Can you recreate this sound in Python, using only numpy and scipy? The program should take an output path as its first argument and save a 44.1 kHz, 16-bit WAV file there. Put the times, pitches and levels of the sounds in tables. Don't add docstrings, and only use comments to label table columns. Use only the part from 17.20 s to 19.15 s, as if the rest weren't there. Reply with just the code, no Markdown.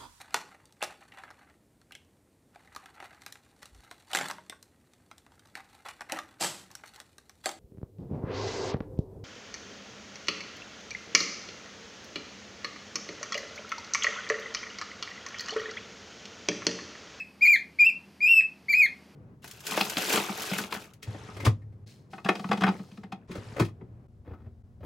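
import sys
import numpy as np
from scipy import signal
from scipy.fft import rfft, irfft, next_fast_len
from scipy.io import wavfile
from scipy.ndimage import uniform_filter1d

SR = 44100
rng = np.random.default_rng(int(sys.argv[2]) if len(sys.argv) > 2 else 0)


def persist_wave(psi):
    counts = np.round(np.clip(psi, -1, 1) * 32767).astype(np.int16)
    wavfile.write(sys.argv[1], SR, np.atleast_2d(counts).T)


N = 85995
LEAD = int(0.2 * SR)
TIME = np.arange(-LEAD, N) / SR

# time_s, pitch_hz, relative_level_db, roughness (0 to 1), brightness_db
EARLIER_CHIRP = [(-.15, 2472, -1.5, 0.18, -2.5), (-.08, 2631, -21, .1, 8), (-.03, 2570, -23, .1, -1.5),
                 (-.018, 2505, -23.5, .3, -1), (-.008, 1690, -31.5, .5, -6)]
CHIRP_1 = [(0.208, 2162, -36, .1, -6.5), (.224, 2436, -13.5, .05, -5), (0.234, 2423, -10, .05, -4.5),
           (0.252, 2368, -13, .3, -1), (0.255, 2133, -16, 1, -2.5), (0.263, 2331, -14.5, .6, 0),
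           (0.272, 2055, -20.5, 0.84, -1), (0.274, 2420, -14, .4, -0.5), (0.292, 2428, -4, .25, -4),
           (0.301, 2358, -8, .25, -0.5), (0.327, 2376, -11.5, .1, 2), (0.336, 2192, -8.5, .2, -3),
           (.355, 2034, -14, 0.45, -1), (0.366, 1630, -21.5, .5, -2.5)]
CHIRP_2 = [(0.586, 2120, -28.5, 0.2, -4), (0.597, 2428, -14.5, 0.062, -8.5), (0.612, 2423, -7.5, 0.064, -3),
           (0.628, 2387, -7.5, 0.096, -10), (.646, 2396, -10.5, 1, -1.5), (.656, 2552, -20, 0.95, 5),
           (0.67, 2741, -14.5, 0.23, -5.5), (0.683, 2718, -22, 0.26, -6), (0.699, 2480, -20.5, 0.54, -3.5),
           (0.708, 2314, -23, 0.98, -1.5)]
CHIRP_3 = [(1.004, 2156, -30, 0.15, -3.5), (1.010, 2384, -28.5, 0.24, -8), (1.03, 2455, -16.5, 0.07, -3),
           (1.05, 2397, -13.5, 0.044, -6), (1.068, 2537, -18, 0.26, 2), (1.087, 2660, -22.5, 1, -1.5),
           (1.104, 2698, -21.5, 0.29, 2), (1.124, 2724, -10.5, 0.18, 0), (1.138, 2665, -17.5, 0.12, 1),
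           (1.164, 2654, -16, 0.3, 0.5), (1.195, 2595, -10, 0.21, -2), (1.207, 2464, -18.5, .5, -7),
           (1.209, 1918, -23.5, .9, -1.5), (1.213, 1676, -30.5, .8, -4)]
CHIRP_4 = [(1.483, 2073, -28, 0.047, -10), (1.496, 2345, -21.5, 0.065, 3.5), (1.509, 2359, -16, 0.047, -5),
           (1.528, 2294, -25.5, 0.13, 13), (1.533, 2044, -17, 0.8, 2.5), (1.544, 2405, -8.5, .5, -9.5),
           (1.563, 2508, -22, .15, -1.5), (1.587, 2520, -18, .05, 5.5), (1.609, 2469, -11, .05, -9),
           (1.636, 2157, -13.5, 0.39, -2), (1.656, 2121, -16, 0.087, -2), (1.668, 1627, -25.5, .5, -1)]
CHIRP_AIR_DB = [-1.5, -0.5, 0.5, -1.5, 1]
# pitch_hz, gain_db
FUNDAMENTAL_GAIN = [(1600, -13.5), (2000, -7.5), (2400, -6), (2800, 1)]
OVERTONES_DB = [0, 2, 0, 1.5, 2.5]
# frequency_hz, gain_db
BEAK_RESPONSE = [(3200, -16.5), (3800, -24.5), (4300, -23.5), (4600, -26.5), (4850, -31.5), (5450, -33.5),
                 (5850, -38.5), (6300, -35.5), (7150, -35), (8100, -38.5), (9000, -60.5), (9800, -49),
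                 (10700, -38), (12000, -41.5), (13200, -35), (14300, -37.5), (15500, -52.5)]
# time_s, gain_db
SECOND_HARMONIC = [(.232, 3.5), (.25, -2.5), (.272, 0), (.29, -9), (.322, -6.5), (.338, 1.5), (.61, 3.5),
                   (.63, -5), (.65, 2.5), (1.05, 3.5), (1.18, 0), (1.535, 1), (1.57, -0.5), (1.615, -4),
                   (1.645, 1.5)]
# pitch_hz, gain_db
SAG_DULLING = [(1800, -15), (2150, -2)]
# frequency_hz, density_db (per Hz)
AIR_SPECTRUM = [(300, -13), (1200, 0.5), (2300, 4), (3500, -1), (4500, -5.5), (5900, -21), (7200, -10),
                (9200, -18.5), (11500, -2.5), (14500, -5.5), (16000, -14)]
# delay_s, gain_db
ECHOES = [(.0047, -16), (0.0104, -12), (0.0165, -31)]
# frequency_hz, t60_s
ROOM_T60 = [(500, 0.13), (2400, 0.25), (5000, 0.25), (8000, 0.17), (15000, 0.13)]
# frequency_hz, gain_db
ROOM_COLOUR = [(700, -12.5), (2150, 1), (4400, 1), (7700, 6.5), (13000, 1.5)]
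# frequency_hz, density_db (per Hz)
RUMBLE_SPECTRUM = [(25, -27.5), (48, -31), (70, -13), (120, -9), (210, -1), (300, -5), (480, -12),
                   (750, -14), (1500, -19.5), (2400, -17.5), (3900, -25.5), (4600, -21), (7300, -32.5),
                   (10000, -33.5), (14300, -37.5), (15500, -49.5)]
# time_s, gain_db
RUMBLE_SWELL = [(.1, 0), (.4, -0.5), (.88, 0), (1.4, -1), (1.75, 2), (1.93, 0)]
# frequency_hz, nominal_level_db (rms)
HUM = [(81, -69.5), (161, -72.5), (196, -64), (260, -72)]

VOICE_DB, AIR_DB = 2, -44.5
ATTACK_S, RELEASE_S = 0.0028, 0.015
JITTER, SHIMMER_DB, JITTER_HZ = 0.016, 4, 87
WAVER, WAVER_HZ = 0.0016, 37.6
BREATHY, BREATHY_HZ = 0.12, 100
DOUBLING_DB, DOUBLING_AFTER_S, DOUBLING_WIDTH_S = -40.5, 0.015, 0.008
BLOOM_DB, BLOOM_S = -7.5, 0.026
ROOM_DB, ROOM_SIDE_DB, ROOM_BUILD_S = -8.5, -18, 0.0023
PAN_DB = 1
RUMBLE_DB, RUMBLE_SIDE_DB = -57, -19.5
HUM_WANDER_DB, HUM_WANDER_RAD = -2, 0.54
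LIMIT_DB, LIMIT_SMOOTH_S, LIMIT_RELEASE_DB_PER_S = -10.5, 0.00067, 147.5


def from_db(db):
    return 10 ** (np.asarray(db) / 20)


def at_hz(points, hz):
    table = np.array(points, float)
    return np.interp(np.log(np.maximum(hz, 1)), np.log(table[:, 0]), table[:, 1])


def at_time(points):
    return np.interp(TIME, *np.transpose(points))


def drift(rate_hz):
    pole = np.exp(-2 * np.pi * rate_hz / SR)
    white = rng.standard_normal(len(TIME) + LEAD)
    slow = signal.lfilter([1], [1, -2 * pole, pole * pole], white)[LEAD:]
    return slow / slow.std()


def noise(spectrum):
    size = next_fast_len(len(TIME))
    white = rfft(rng.standard_normal(size))
    hz = np.arange(len(white)) * SR / size
    shaped = irfft(white * from_db(at_hz(spectrum, hz)), size)[:len(TIME)]
    return shaped / shaped.std()


def overtones(phase, hz, bright_db, start_s):
    bloom_db = BLOOM_DB * np.clip(1 - (TIME - start_s) / BLOOM_S, 0, 1)
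    upper_db = at_hz(SAG_DULLING, hz) + bloom_db
    second_db = at_time(SECOND_HARMONIC)
    total = 0
    for k, source_db in enumerate(OVERTONES_DB, 2):
        amplitude = 1 + BREATHY * drift(BREATHY_HZ)
        partial = amplitude * np.sin(k * phase + BREATHY * drift(BREATHY_HZ))
        extra_db = upper_db if k > 2 else second_db
        gain_db = at_hz(BEAK_RESPONSE, k * hz) + source_db + bright_db + extra_db
        total = total + from_db(gain_db) * partial
    return total


def chirp(rows, air_db):
    time_s, *columns = np.transpose(rows)
    hz, db, rough, bright_db = (np.interp(TIME, time_s, column) for column in columns)
    rough = np.clip(rough, 0, 1)
    since_start = TIME - time_s[0]
    hz = hz * (1 + JITTER * rough * drift(JITTER_HZ) + WAVER * drift(WAVER_HZ))
    phase = 2 * np.pi * np.cumsum(hz) / SR

    attack = np.clip(since_start / ATTACK_S, 0, 1)
    release = np.clip((time_s[-1] - TIME) / RELEASE_S + .5, 0, 1)
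    envelope = np.sin(attack * release * np.pi / 2) ** 2
    level = envelope * from_db(VOICE_DB + db + SHIMMER_DB * rough * drift(JITTER_HZ))

    doubling_shape = ((since_start - DOUBLING_AFTER_S) / DOUBLING_WIDTH_S) ** 2
    doubling = from_db(DOUBLING_DB) * np.exp(-np.minimum(doubling_shape, 20))
    fundamental = from_db(at_hz(FUNDAMENTAL_GAIN, hz)) * np.sin(phase)
    fundamental = fundamental * (1 + 2 * doubling * np.cos(phase / 2))

    tone = fundamental + overtones(phase, hz, bright_db, time_s[0])
    air = from_db(AIR_DB + air_db + bright_db) * noise(AIR_SPECTRUM)
    return level * (np.sqrt(2) * tone + air)


def room_ring(x):
    t = np.arange(SR // 2) / SR
    white = rng.standard_normal((2, len(t)))
    response = 0
    edges_hz = [300, 1400, 3300, 6000, 10000, 17000]
    for k, (low, high) in enumerate(zip(edges_hz, edges_hz[1:])):
        centre_hz = np.sqrt(low * high)
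        band_filter = signal.butter(2, [low, high], "band", fs=SR, output="sos")
        band = signal.sosfilt(band_filter, white[k % 2])
        decay = np.exp(-np.log(1000) * t / at_hz(ROOM_T60, centre_hz))
        response = response + band * from_db(at_hz(ROOM_COLOUR, centre_hz)) * decay
    response = response * (1 - np.exp(-t / ROOM_BUILD_S))
    response = response / np.sqrt(np.sum(response ** 2))
    return signal.fftconvolve(x, response)[:len(x)]


def cockatiel():
    chirps = (EARLIER_CHIRP, CHIRP_1, CHIRP_2, CHIRP_3, CHIRP_4)
    voice = sum(chirp(rows, air_db) for rows, air_db in zip(chirps, CHIRP_AIR_DB))
    echoes = sum(from_db(db) * np.interp(TIME - delay, TIME, voice) for delay, db in ECHOES)
    mid = voice + echoes + from_db(ROOM_DB) * room_ring(voice)
    side = from_db(ROOM_DB + ROOM_SIDE_DB) * room_ring(voice)
    return np.array([mid + side, mid - side]) * from_db([[PAN_DB / 2], [-PAN_DB / 2]])


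def hum():
    total = 0
    for hz, db in HUM:
        level = from_db(db + HUM_WANDER_DB * drift(3))
        phase = 2 * np.pi * hz * TIME + HUM_WANDER_RAD * drift(10)
        total = total + level * np.sqrt(2) * np.sin(phase)
    return total


def background():
    mid = from_db(RUMBLE_DB) * noise(RUMBLE_SPECTRUM) + hum()
    side = from_db(RUMBLE_DB + RUMBLE_SIDE_DB) * noise(RUMBLE_SPECTRUM)
    return np.array([mid + side, mid - side]) * from_db(at_time(RUMBLE_SWELL))


def scene():
    fade_in = np.clip(TIME / .003, 0, 1)
    return ((cockatiel() + background()) * fade_in)[:, LEAD:]


def record(dry):
    peak_db = 20 * np.log10(np.abs(dry).max(axis=0) + 1e-9)
    over_db = np.maximum(peak_db - LIMIT_DB, 0)
    fall_db = LIMIT_RELEASE_DB_PER_S * np.arange(N) / SR
    held_db = np.maximum.accumulate(over_db + fall_db) - fall_db
    reduction_db = uniform_filter1d(held_db, max(int(LIMIT_SMOOTH_S * SR), 1))
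    limited = dry * from_db(-reduction_db)
    low_pass = signal.cheby2(16, 60, 16000, fs=SR, output="sos")
    return signal.sosfilt(low_pass, limited)


dry = scene()
out = record(dry)
persist_wave(out)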